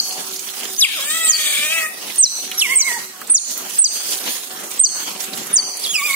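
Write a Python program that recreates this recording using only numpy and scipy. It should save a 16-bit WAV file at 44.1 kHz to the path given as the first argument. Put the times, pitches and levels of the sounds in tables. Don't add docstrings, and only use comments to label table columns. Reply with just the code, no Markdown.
import sys
import numpy as np
from scipy import signal
from scipy.io import wavfile
from scipy.ndimage import uniform_filter1d

SR = 44100
rng = np.random.default_rng(int(sys.argv[2]) if len(sys.argv) > 2 else 0)


def int16_out(signal):
    q = np.round(np.clip(np.atleast_2d(signal).T, -1, 1) * 32767)
    wavfile.write(sys.argv[1], SR, q.astype(np.int16))


def voltage_ratio(level):
    return 10 ** (np.asarray(level, float) / 20)


N = 271201
LEAD_IN = 4410
SIDES = np.array([[.5], [-.5]])

# (centre [Hz], width [Hz], level [dB])
RASP = (3370, 770, -2.25)
# (centre [Hz], width [Hz], level [dB])
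NOSE_TOP = (13700, 1300, -8.5)
THROAT_HZ, THROAT_WIDTH_HZ, THROAT_DB = 1800, 900, -8
NOSE_HZ, NOSE_WIDTH_HZ = 8200, 2300

# (frequency [Hz], level [dB])
OVERTONE_TRACT = [(4200, -12), (4950, 4), (5700, -20), (6600, -3.5), (8600, -13), (10900, 12), (12100, 2),
                  (13200, -13)]
# (centre [Hz], width [Hz], level [dB])
CHEST = (600, 300, -13)


def tract_gain(f, order, hz, mouth_hz, mouth, throat_db, nasal_db, throat_rasp, octave_db):
    throat = voltage_ratio(THROAT_DB - 5.0 + throat_db) * peak(f, THROAT_HZ, THROAT_WIDTH_HZ) ** 3.4
    lips = mouth * peak(f, mouth_hz, 1300) ** 3.6
    chest = voltage_ratio(CHEST[2]) * peak(f, *CHEST[:2]) ** 2
    nose = peak(f, NOSE_HZ, NOSE_WIDTH_HZ) ** 2.8 + voltage_ratio(NOSE_TOP[2]) * peak(f, *NOSE_TOP[:2]) ** 3.8
    nose = voltage_ratio(nasal_db - 14 * np.clip(hz / 200 - 6.5, 0, 1)) * nose
    rasp = throat_rasp * peak(f, *RASP[:2]) ** 2
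    whistle = np.clip((hz - 1010) / 70, 0, 1)
    overtones = (order == 4) + 0.4 * (order == 6)
    overtones = voltage_ratio(octave_db + read(OVERTONE_TRACT, f)) * overtones * whistle
    return throat + lips + chest + nose + rasp + overtones


# (half pitch [Hz], level [dB])
HALF_LINES = [(650, 0), (850, -7), (1030, 2), (1180, -8), (1330, -27)]
# (start [s], end [s], ramp [s], level [dB], last line kept [number])
SHUT = [
    (2.96, 3.1, .012, -24, 1),
    (.875, 1.01, .03, -16, 2),
    (2.755, 2.775, .008, -18, 1),
    (2.826, 2.846, .008, -18, 1),
    (6.008, 6.032, .01, -18, 1),
    (6.126, 6.137, .006, -16, 1),
    (6.08, 6.088, .006, -9, 1),
]


def line_levels(t, f, order, hz, tract, low_db):
    half = voltage_ratio(read(HALF_LINES, hz) * np.sqrt(order) * (order % 2))
    size = tract * half * (f < 16000) * np.minimum(f / 900, 1) ** 0.22
    shut_db = sum(db * plateau(t, start, end, ramp) * (order > kept) for start, end, ramp, db, kept in SHUT)
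    return size * voltage_ratio(low_db * (order == 1) + shut_db)


# (start [s], end [s], ramp [s], depth [0-1])
SPLIT = (1.32, 1.78, .06, .7)


def vocal_folds(t, turn, order, size, rough):
    sway = np.array([wobble(len(t), 32.0) for _ in range(2 * len(order))]).reshape(2, len(order), -1)
    blur = (.06 + rough) * order ** 1.2 / 8
    flicker = voltage_ratio(2.9 * np.minimum(0.5 + blur, 1) * sway[0])
    lines = flicker * np.cos(order * turn + order ** 2 / 2 + blur * sway[1])
    lines = lines * (1 + SPLIT[3] * plateau(t, *SPLIT[:3]) * np.cos(turn / 2) * (order > 2))
    return (size * lines).sum(0) / np.sqrt((size ** 2).sum(0) / 2)


def leaking_air(puffs, mouth_hz, mouth, strain, nasal_db):
    air = mouth * resonate(puffs, mouth_hz * .97, 140)
    air = air + strain * voltage_ratio(RASP[2] - 3.0) * resonate(puffs, RASP[0], RASP[1] / 2)
    nose = resonate(puffs, NOSE_HZ, NOSE_WIDTH_HZ / 3)
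    nose = nose + voltage_ratio(NOSE_TOP[2]) * resonate(puffs, NOSE_TOP[0], NOSE_TOP[1] / 3)
    return air + voltage_ratio(nasal_db - 14.0) * nose


# (start [s], end [s], ramp [s], level [dB])
HISS = (2, 2, 1.7, -29.5)
# (centre [Hz], width [Hz], level [dB])
HISS_BANDS = [(8900, 600, 4), (10500, 800, -2), (13900, 900, 0)]


def teeth_hiss(t, puffs):
    bands = sum(voltage_ratio(db) * resonate(puffs, hz, width) for hz, width, db in HISS_BANDS)
    return voltage_ratio(HISS[3]) * plateau(t, *HISS[:3]) * bands


# (start [s], end [s], ramp [s], mouth level [dB], throat level [dB])
FORWARD = (0.78, 1.57, 0.6, -16.5, 1)
# (start [s], end [s], ramp [s], extra mouth pitch [Hz], throat gain [dB])
GAPES = [
    (1.06, 1.4, 0.23, 92, 16.5),
    (1.4, 1.66, 0.055, 30, -5),
    (1.642, 1.78, 0.17, 230, -7),
    (1.778, 1.95, 0.16, -330, -8),
    (5.894, 5.985, 0.029, 500, -20),
]
# (start [s], end [s], ramp [s], extra nasal edge [dB])
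EDGY = [
    (1.03, 1.301, 0.051, 18),
    (1.282, 1.59, 0.072, 14.5),
    (2.635, 2.788, 0.012, 0),
]
# (start [s], end [s], ramp [s], extra roughness [0-1])
STRAIN = (1.36, 1.618, 0.07, 0.39)
# (centre [Hz], width [Hz])
BREATH = (7600, 3000)


def squeal(rows, rest_hz, calm_rough, edge_db, octave_db, low_db, air_share=2.5, breath_db=-14):
    s, (hz, db) = unrolled(rows)
    t = s + np.arange(len(hz)) / SR
    hz = uniform_filter1d(hz, size=260, mode="nearest")

    forward = plateau(t, *FORWARD[:3])
    mouth = voltage_ratio(FORWARD[3] * forward)
    gape_hz, throat_db = sum(np.outer(gape[3:], plateau(t, *gape[:3])) for gape in GAPES)
    mouth_hz = np.maximum(2 * hz, rest_hz) + gape_hz
    nasal_db = edge_db + sum(spell[3] * plateau(t, *spell[:3]) for spell in EDGY)
    strain = plateau(t, *STRAIN[:3])
    rough = np.clip(calm_rough * np.minimum(1300 / hz, 1) ** 2 + STRAIN[3] * strain, 0, 1)
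    throat_rasp = np.maximum(strain * voltage_ratio(RASP[2]), forward * voltage_ratio(FORWARD[4]))

    turn = 2 * np.pi * np.cumsum(hz * (1 + 0.0413 * rough * wobble(len(hz), 171))) / SR
    order = np.arange(1, 26)[:, None]
    f = order * hz
    tract = tract_gain(f, order, hz, mouth_hz, mouth, throat_db, nasal_db, throat_rasp, octave_db)
    size = line_levels(t, f, order, hz, tract, low_db)
    folds = vocal_folds(t, turn, order, size, rough)

    puffs = (1.5 + np.exp(-(turn / (2 * np.pi) % 1) / 2.5)) * rng.standard_normal(len(hz))
    air = leaking_air(puffs, mouth_hz, mouth, strain, nasal_db)
    breath = 0.23 * evened(np.diff(puffs, prepend=0)) + resonate(puffs, *BREATH)
    voice = np.sqrt(1 - rough ** 2) * folds + air_share * rough * air + voltage_ratio(breath_db) * breath
    loudness = voltage_ratio(db + 1.4 * wobble(len(hz), 39))
    return s, (loudness * voice + teeth_hiss(t, puffs)) * signal.windows.tukey(len(hz), .04)


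# (frequency [Hz], level [dB])
WHISTLE_TRACT = [(2500, -22), (4000, -2.5), (4600, -1), (5200, -8.5), (6200, 2), (7200, -6), (8300, -1),
                 (9600, -6)]
# (frequency [Hz], left minus right [dB])
SHADOW = [(4300, 1.5), (5500, 2), (6500, -7), (9000, -5)]


def chirp(rows, flutter, overtone_db=-29):
    s, (hz, effort_db) = unrolled(rows)
    db = effort_db + read(WHISTLE_TRACT, hz) + 2.6 * wobble(len(hz), 105)
    hz = uniform_filter1d(hz, size=90) * (1 + 0.0043 * wobble(len(hz), 450))
    turn = 2 * np.pi * np.cumsum(hz) / SR
    octave = voltage_ratio(overtone_db + read(OVERTONE_TRACT, 2 * hz)) * np.sin(2 * turn) * (hz < 7500)
    tone = np.sin(turn) + octave
    flutter_hz = 257.8 * (1 + .3 * wobble(len(hz), 43.5))
    throb = 1 + flutter * np.sin(2 * np.pi * np.cumsum(flutter_hz) / SR)
    level = np.sqrt(2) * voltage_ratio(db + SIDES * read(SHADOW, hz))
    return s, level * tone * throb * signal.windows.tukey(len(hz), .05)


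# (time [s], half pitch [Hz], level [dB])
GLIDES = [
    [(.775, 2895, -15), (.79, 3240, -4), (.798, 3230, -7.5), (.803, 2950, -13.5), (.812, 2620, -5.5),
     (.822, 1940, -3), (.836, 1630, -4.5), (.851, 1140, -5), (.878, 930, -35), (.945, 800, -40)],
    [(2.57, 2728, -24), (2.582, 2900, -17), (2.59, 2890, -21), (2.6, 2750, -8.5), (2.605, 2400, -13.5),
     (2.61, 1980, -17), (2.621, 1481, -3.5), (2.637, 1240, -22)],
    [(5.826, 2908, -37), (5.84, 2480, -21), (5.85, 1947, -22), (5.866, 1610, -28), (5.895, 1690, -21.5),
     (5.926, 1680, -25.5), (5.942, 1480, -17), (5.958, 1256, -14), (5.975, 1215, -18.5)],
]
# (time [s], half pitch [Hz], level [dB])
HOLDS = [
    [(1.0, 531, -30.5), (1.151, 652, -18), (1.2, 661, -22), (1.3, 632.7, -16), (1.42, 619, -25),
     (1.47, 599, -22), (1.53, 577.3, -21.5), (1.62, 591, -22), (1.66, 615.7, -18), (1.682, 612, -24),
     (1.71, 639, -19.5), (1.744, 662.5, -19), (1.8, 648.6, -22), (1.866, 621, -22), (1.876, 615, -40),
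     (1.91, 620, -60)],
    [(2.677, 962, -25), (2.73, 1097, -18), (2.765, 1020, -34.5), (2.8, 1160, -22), (2.831, 1035, -31.5),
     (2.866, 1109, -19), (2.911, 940, -22.5), (2.964, 954, -24.5), (2.99, 770, -46)],
    [(5.992, 1131, -17), (6.015, 1110, -28), (6.045, 1200, -20.5), (6.065, 1225, -19.5),
     (6.088, 1147, -28.5), (6.108, 1094, -17.5), (6.13, 1100, -32.5), (6.15, 1090, -13)],
]
# (rest mouth pitch [Hz], roughness [0-1], nasal edge [dB],
# overtones of the whistle [dB], lowest line [dB])
MANNERS = [
    (2350, 0.16, -16.5, -19, -6.5),
    (1820, 0.1, -9.5, -11.5, 3),
    (2120, 0.08, -9, -5.5, 11),
]
SQUEAL_LAGS = -4, 4, 2
# (time [s], pitch [Hz], effort [dB])
CHIRPS = [
    [(-.085, 8260, -15), (-.06, 8050, -17), (-.02, 5900, -4.5), (.007, 4300, -10), (.022, 4200, -36)],
    [(1.244, 8050, -18), (1.252, 8150, -15), (1.273, 8200, -20), (1.288, 7500, -4), (1.31, 6400, -6.5),
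     (1.325, 5400, -14), (1.333, 4600, -8.5), (1.352, 4500, -10), (1.374, 4350, -17.5)],
    [(2.178, 9450, -12), (2.186, 9500, -8), (2.191, 8350, -8.5), (2.213, 8250, -5), (2.224, 7550, -1),
     (2.228, 6500, -4), (2.245, 5750, -1.5), (2.263, 4100, -9), (2.285, 3900, -17.5)],
    [(2.754, 9300, -11.5), (2.759, 8350, -14), (2.782, 8050, -4), (2.795, 7000, -5), (2.802, 6300, -12.5),
     (2.815, 5900, -5), (2.828, 4200, -14.5), (2.845, 3900, -15.5)],
    [(5.529, 9700, -19), (5.54, 9750, -5.5), (5.543, 9050, -3), (5.551, 8900, -6), (5.553, 8000, -2),
     (5.563, 6500, -12), (5.573, 6000, 0), (5.582, 4800, -8.5), (5.606, 4450, -9)],
]
# (time [s], pitch [Hz], effort [dB])
RISING_CHIRPS = [
    [(3.298, 8100, -7.5), (3.31, 8990, -3), (3.322, 8840, -0.5), (3.338, 8850, -9), (3.345, 7330, 2),
     (3.36, 6120, -4), (3.372, 5480, -0.5), (3.378, 4820, -6), (3.402, 2380, -25)],
    [(3.782, 8080, -6), (3.79, 8190, -3), (3.794, 8450, -2.5), (3.817, 8900, -5), (3.821, 7860, 2),
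     (3.834, 8050, -10), (3.855, 4926, 1.5), (3.872, 4410, -11.5), (3.886, 2850, -18)],
    [(4.789, 7840, -19), (4.797, 8000, 0.5), (4.812, 8530, -6.5), (4.83, 8640, -7.5), (4.838, 6700, -7),
     (4.852, 6020, -1), (4.858, 4830, -5.5), (4.874, 4210, -10.5)],
]
FLUTTERS = [.2, 0.73, 0.12, 0.23, 0.1, 0.78, 0.11, 0.27]
CHIRP_LAGS = [4, 10, 10, 4, 9, 3, 3, 10]


def otters():
    both = np.zeros((2, N + LEAD_IN))
    for glide, hold, manner, lag in zip(GLIDES, HOLDS, MANNERS, SQUEAL_LAGS):
        s, sound = squeal(glide + hold, *manner)
        add(both[int(lag > 0)], s, sound)
        add(both[int(lag < 0)], s + abs(lag) / SR, voltage_ratio(-3.5) * sound)
    for rows, flutter, lag in zip(CHIRPS + RISING_CHIRPS, FLUTTERS, CHIRP_LAGS):
        s, sound = chirp(rows, flutter)
        add(both[0], s + lag / SR, sound[0])
        add(both[1], s, sound[1])
    return both


NEAR_WALLS = [
    [(37, .3), (88, -.25), (151, .2)],
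    [(29, -.3), (104, .25), (173, -.2)],
]
# (frequency [Hz], t60 [s])
PEN = [(300, 0.28), (1500, 0.32), (4500, 0.92), (8500, 0.56), (14000, 0.74)]
# (frequency [Hz], level [dB])
PEN_COLOUR = [(600, 11.5), (2350, 4.5), (3200, -2), (4100, 0.5), (4600, -1.5), (5400, -3), (8500, 1.5),
              (14000, 3.5)]


def pen(x, late_db=-8):
    early = np.zeros((2, 200))
    for side, walls in enumerate(NEAR_WALLS):
        for delay, share in walls:
            early[side, delay] = share
    early[:, 0] = 1

    taps = np.zeros((2, SR))
    places = np.arange(300, SR - 20, 20)
    jitter = rng.integers(0, 20, (2, len(places)))
    np.put_along_axis(taps, places + jitter, rng.choice([-1., 1.], (2, len(places))), 1)
    taps[1] = taps[1] + 0.16 * taps[0]

    hz, t, z = signal.stft(taps, SR, nperseg=256)
    swell = 1 - np.exp(-(t / 0.014) ** 2)
    decay = voltage_ratio(read(PEN_COLOUR, hz)[:, None] - 60 * t / read(PEN, hz)[:, None])
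    tail = signal.istft(z * swell * decay, SR, nperseg=256)[1]
    tail = voltage_ratio(late_db) * tail / np.linalg.norm(tail, axis=1)[:, None]
    tail[:, :200] += early
    return signal.fftconvolve(x, tail, axes=1)[:, LEAD_IN:N + LEAD_IN]


# (time [s], level [dB])
JET = [(0, -33), (.27, -33.5), (.7, -32.5), (.97, -32), (1.13, -30), (1.42, -30), (1.8, -30.5),
       (1.87, -36.5), (2.14, -33), (2.55, -34.5), (2.7, -30.5), (2.93, -31.5), (3.13, -39), (3.45, -36),
       (4.28, -31.5), (4.62, -36), (5.77, -35.5), (6.05, -29.5)]
# (time [s], level [dB])
GUSTS = [(.78, -1), (2.28, 0.5), (3.508, 4), (3.7, 0.5), (3.76, 4), (3.95, 2.5), (4.112, 3.5), (4.331, 3.5),
         (4.74, 3), (5.0, 2.5), (5.091, 3), (5.229, 4), (5.381, 3), (5.47, 1.5), (5.84, 3.5)]
# (time [s], level [dB])
SLOPS = [(.6, 3), (.97, -4), (1.15, 2.5), (1.28, -11), (1.42, 0.5), (1.7, -2.5), (2.7, -3.5), (2.91, 5),
         (3.65, 6), (4.25, 6.5), (4.62, 5.5), (4.98, 6.5), (5.33, 7.5), (3.3, 3.5), (5.56, 5.5),
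         (6.01, 0.5), (6.12, -10)]
# (level at the usual force [dB], follow [dB per dB of jet])
LAYER_FOLLOW = [
    (-40, 0.27),
    (-35.5, 1.9),
    (-34, 1.79),
]


def flow_db(t):
    usual_jet_db, gust_s, slop_s = -34, 0.046, 0.12
    force = np.interp(t, *np.transpose(JET)) + bumps(t, GUSTS, gust_s) - usual_jet_db
    gurgle, splash, spray = (db + follow * force for db, follow in LAYER_FOLLOW)
    return gurgle + bumps(t, SLOPS, slop_s), splash, spray


# (frequency [Hz], level [dB per Hz])
GURGLE = [(40, -3), (110, -36), (170, 1), (350, -3), (700, -4), (1300, -3), (2500, -8), (5000, -15.5)]
# (frequency [Hz], level [dB per Hz])
SPLASH = [(700, -11.5), (1800, -10), (3000, -1.5), (4500, -0.5), (6500, -0.5), (8500, -8.5), (12000, -100)]
# (frequency [Hz], level [dB per Hz])
SPRAY = [(4000, -12), (7000, 4), (10000, 9), (11300, 8), (12500, 3), (14000, 4.5), (15500, 5), (17000, 3.5)]
# (frequency [Hz], likeness [-1 to 1])
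SAME = [(60, -0.72), (180, 1), (550, 0.36), (1650, 0.039), (4970, -0.17), (15000, -0.37)]
# (frequency [Hz], left minus right [dB])
LEAN = [(60, -4), (240, 3), (950, 2), (3770, -2.5), (15000, -8)]


def water(patchy_db=2.5, flicker_db=2.0):
    frames, hz = N // 128 + 5, np.fft.rfftfreq(512, 1 / SR)
    a, b, c, d, patches, flicker = rng.standard_normal((frames, 257, 6)).T
    patches = evened(uniform_filter1d(uniform_filter1d(patches, size=6, axis=0), size=30, axis=1))
    flicker = evened(uniform_filter1d(uniform_filter1d(flicker, size=160, axis=0), size=7, axis=1))

    power = 0
    for shape, db in zip((GURGLE, SPLASH, SPRAY), flow_db(np.arange(frames) * 128 / SR)):
        colour = evened(voltage_ratio(read(shape, hz)))
        power = power + (colour[:, None] * voltage_ratio(db)) ** 2

    same = np.clip(read(SAME, hz), -1, 1)[:, None]
    right = a + 1j * b
    lag = np.exp(-2j * np.pi * hz * 8.4 / SR)[:, None]
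    left = lag * same * right + np.sqrt(1 - same ** 2) * (c + 1j * d)
    z = np.array([left, right])
    z *= voltage_ratio(SIDES * read(LEAN, hz))[:, :, None]
    z *= np.sqrt(power) * voltage_ratio(patchy_db * patches + flicker_db * flicker)
    return 0.079 * signal.istft(z, nperseg=512, noverlap=384)[1][:, :N]


def droplets(per_s=700, spread_db=7.0, level_db=-9):
    size = voltage_ratio(spread_db * np.minimum(rng.exponential(1, (2, N)), 5))
    size = size * (rng.random((2, N)) < per_s / SR)
    kind, out = rng.integers(0, 16, (2, N)), 0
    for k, hz in enumerate(np.geomspace(2500, 14000, num=16)):
        t = np.arange(round(5.0 * SR / hz)) / SR
        grain = np.sin(2 * np.pi * hz * t * (1 + 0.056 * hz * t)) * np.hanning(len(t))
        out = out + signal.oaconvolve(size * (kind == k), grain[None], axes=1)[:, :N]
    return evened(out + 0.046 * out[::-1]) * voltage_ratio(flow_db(np.arange(N) / SR)[1] + level_db)


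# (time [s], peak level [dB], ring [Hz], left minus right [dB])
TICKS = [(0.125, -24.5, 6040, 3), (0.3615, -29, 5200, -3), (0.393, -27, 6940, -11), (0.486, -30, 3220, -19),
         (0.608, -35, 2930, -20), (0.653, -29.5, 3440, -17), (0.764, -30.5, 5840, -10),
         (1.974, -52, 6000, -4), (1.984, -36, 4000, -9), (2.029, -38.5, 3330, -3), (2.083, -36, 3120, -6),
         (2.099, -27.5, 2630, -12), (2.157, -27.5, 9240, -13), (2.515, -19.5, 2900, -4),
         (3.2149, -24, 1355, -4), (3.273, -33, 8500, -13), (3.576, -27, 12500, -8),
         (3.697, -30.5, 8300, -3), (4.0394, -40, 7810, -1), (4.109, -38, 5760, -24), (4.573, -36, 4750, -5),
         (4.636, -35, 8970, -6), (4.714, -33.5, 8400, -17), (4.956, -31.5, 4510, 1),
         (5.2043, -31.5, 6040, -22), (5.239, -27.5, 7500, -10), (5.3334, -26, 3900, -11),
         (5.3726, -30, 2750, -6), (5.376, -31, 10000, -6), (5.467, -32, 10900, -4), (5.511, -35, 12000, -2),
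         (5.753, -40, 8000, -3), (5.7697, -26.5, 9400, -6), (5.797, -31, 9000, -10),
         (6.108, -21.5, 8500, -2)]


def ticks():
    out, t = np.zeros((2, N + LEAD_IN)), np.arange(1300) / SR
    for (s, db, hz, pan_db), noise in zip(TICKS, rng.standard_normal((len(TICKS), 2, 1300))):
        snap = np.diff(noise[0], prepend=0) * voltage_ratio(-60 * t / 0.0068)
        ring = signal.lfilter(*signal.iirpeak(hz, 3.5, fs=SR), noise[1])
        ring = ring * voltage_ratio(-60 * t / 0.054) * (1 - np.exp(-t / 0.00026))
        add(out, s, voltage_ratio(db + SIDES * pan_db) * (snap + 4.1 * ring))
    return out[:, LEAD_IN:]


# (start [s], end [s], level [dB])
PUMP = [
    (-.1, 0.77, -47.5),
    (1.451, 1.609, -52),
    (1.876, 3.23, -49.5),
    (3.548, 3.804, -54),
    (4.104, 5.026, -48),
    (5.03, 6.114, -49.5),
]
# (frequency [Hz], level [dB])
PUMP_ORDERS = [(380, -1.5), (752, -2.5), (1125, -14)]


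def pump():
    turn = 2 * np.pi * np.cumsum(1 + 0.00858 * wobble(N, 4.66)) / SR
    lines = sum(voltage_ratio(db + 5.23 * wobble(N, 4.6)) * np.sin(hz * turn) for hz, db in PUMP_ORDERS)
    t, ramp_s = np.arange(N) / SR, 0.055
    return sum(voltage_ratio(db) * plateau(t, start, end, ramp_s) for start, end, db in PUMP) * lines


def evened(x):
    return x / np.sqrt(np.mean(x ** 2) + 1e-20)


def read(points, hz):
    f, value = np.transpose(points)
    return np.interp(np.log(hz + 1), np.log(f + 1), value)


def add(mix, s, sound):
    part = mix[..., max(round(s * SR) + LEAD_IN, 0):][..., :sound.shape[-1]]
    part += sound[..., :part.shape[-1]]


def wobble(size, hz):
    noise = rng.standard_normal(size + 2000)
    return evened(signal.lfilter(*signal.butter(2, hz, fs=SR), noise)[2000:])


def unrolled(rows):
    s, *columns = np.transpose(rows)
    t = np.arange(s[0], s[-1], 1 / SR)
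    return s[0], [np.interp(t, s, c) for c in columns]


def peak(hz, centre_hz, width):
    return 1 / np.sqrt(1 + (2 * (hz - centre_hz) / width) ** 2)


def resonate(x, hz, width):
    turn = np.exp(2j * np.pi * np.cumsum(hz * np.ones(len(x))) / SR)
    r = np.exp(-2 * np.pi * width / SR)
    return evened((turn * signal.lfilter([1], [1, -2 * r, r * r], x / turn)).real)


def plateau(t, start, end, ramp):
    return np.clip(np.minimum(t - start, end - t) / ramp + .5, 0, 1)


def bumps(t, events, width):
    return sum(db * np.exp(-((t - s) / width) ** 2) for s, db in events)


def scene():
    return pen(otters()) + water() + droplets() + pump() + ticks()


def masked(x, margin_db=17.5, whim_db=10):
    z = signal.stft(x, nperseg=2048, noverlap=1536)[2]
    power = uniform_filter1d((abs(z) ** 2).mean(0), size=12, axis=0)[::12]
    level_db = uniform_filter1d(10 * np.log10(power + 1e-16), size=3, axis=1)
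    neighbours_db = [np.roll(level_db, k, axis=0) - 1.8 * max(k - 9, 0) for k in range(-5, 30)]
    loudest_db = np.max(neighbours_db, axis=0)
    whim = evened(uniform_filter1d(rng.standard_normal(level_db.shape), size=4, axis=1))
    keep = (level_db + margin_db + whim_db * np.maximum(whim, -1.25) > loudest_db) * 1.
    keep[:12] = 1
    kept = z * np.repeat(keep, 12, axis=0)[:1025]
    return signal.istft(kept, nperseg=2048, noverlap=1536)[1][:, :N]


def roll_off(x):
    return signal.sosfilt(signal.butter(12, 15850, fs=SR, output="sos"), x)


def record(dry):
    power_db = 10 * np.log10(abs(uniform_filter1d((dry ** 2).mean(0), size=600)) + 1e-12)
    fall = np.arange(N) * 110. / SR
    over_db = np.maximum(np.maximum.accumulate(power_db + fall) - fall + 12.5, 0)
    grip = np.exp(-1 / (.018 * SR))
    ducked = dry / voltage_ratio(0.81 * signal.lfilter([1 - grip], [1, -grip], over_db))

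    held = .66 * np.tanh(ducked / .66)
    low_cut = signal.butter(4, 185, "high", fs=SR, output="sos")
    held = signal.sosfilt(low_cut, held) + voltage_ratio(-21.0) * ducked
    top_edge = signal.firwin(511, 15800, window=("kaiser", 9), fs=SR)
    edged = signal.oaconvolve(held, top_edge[None], "same")
    return roll_off(masked(edged))


dry = scene()
out = record(dry)
int16_out(out)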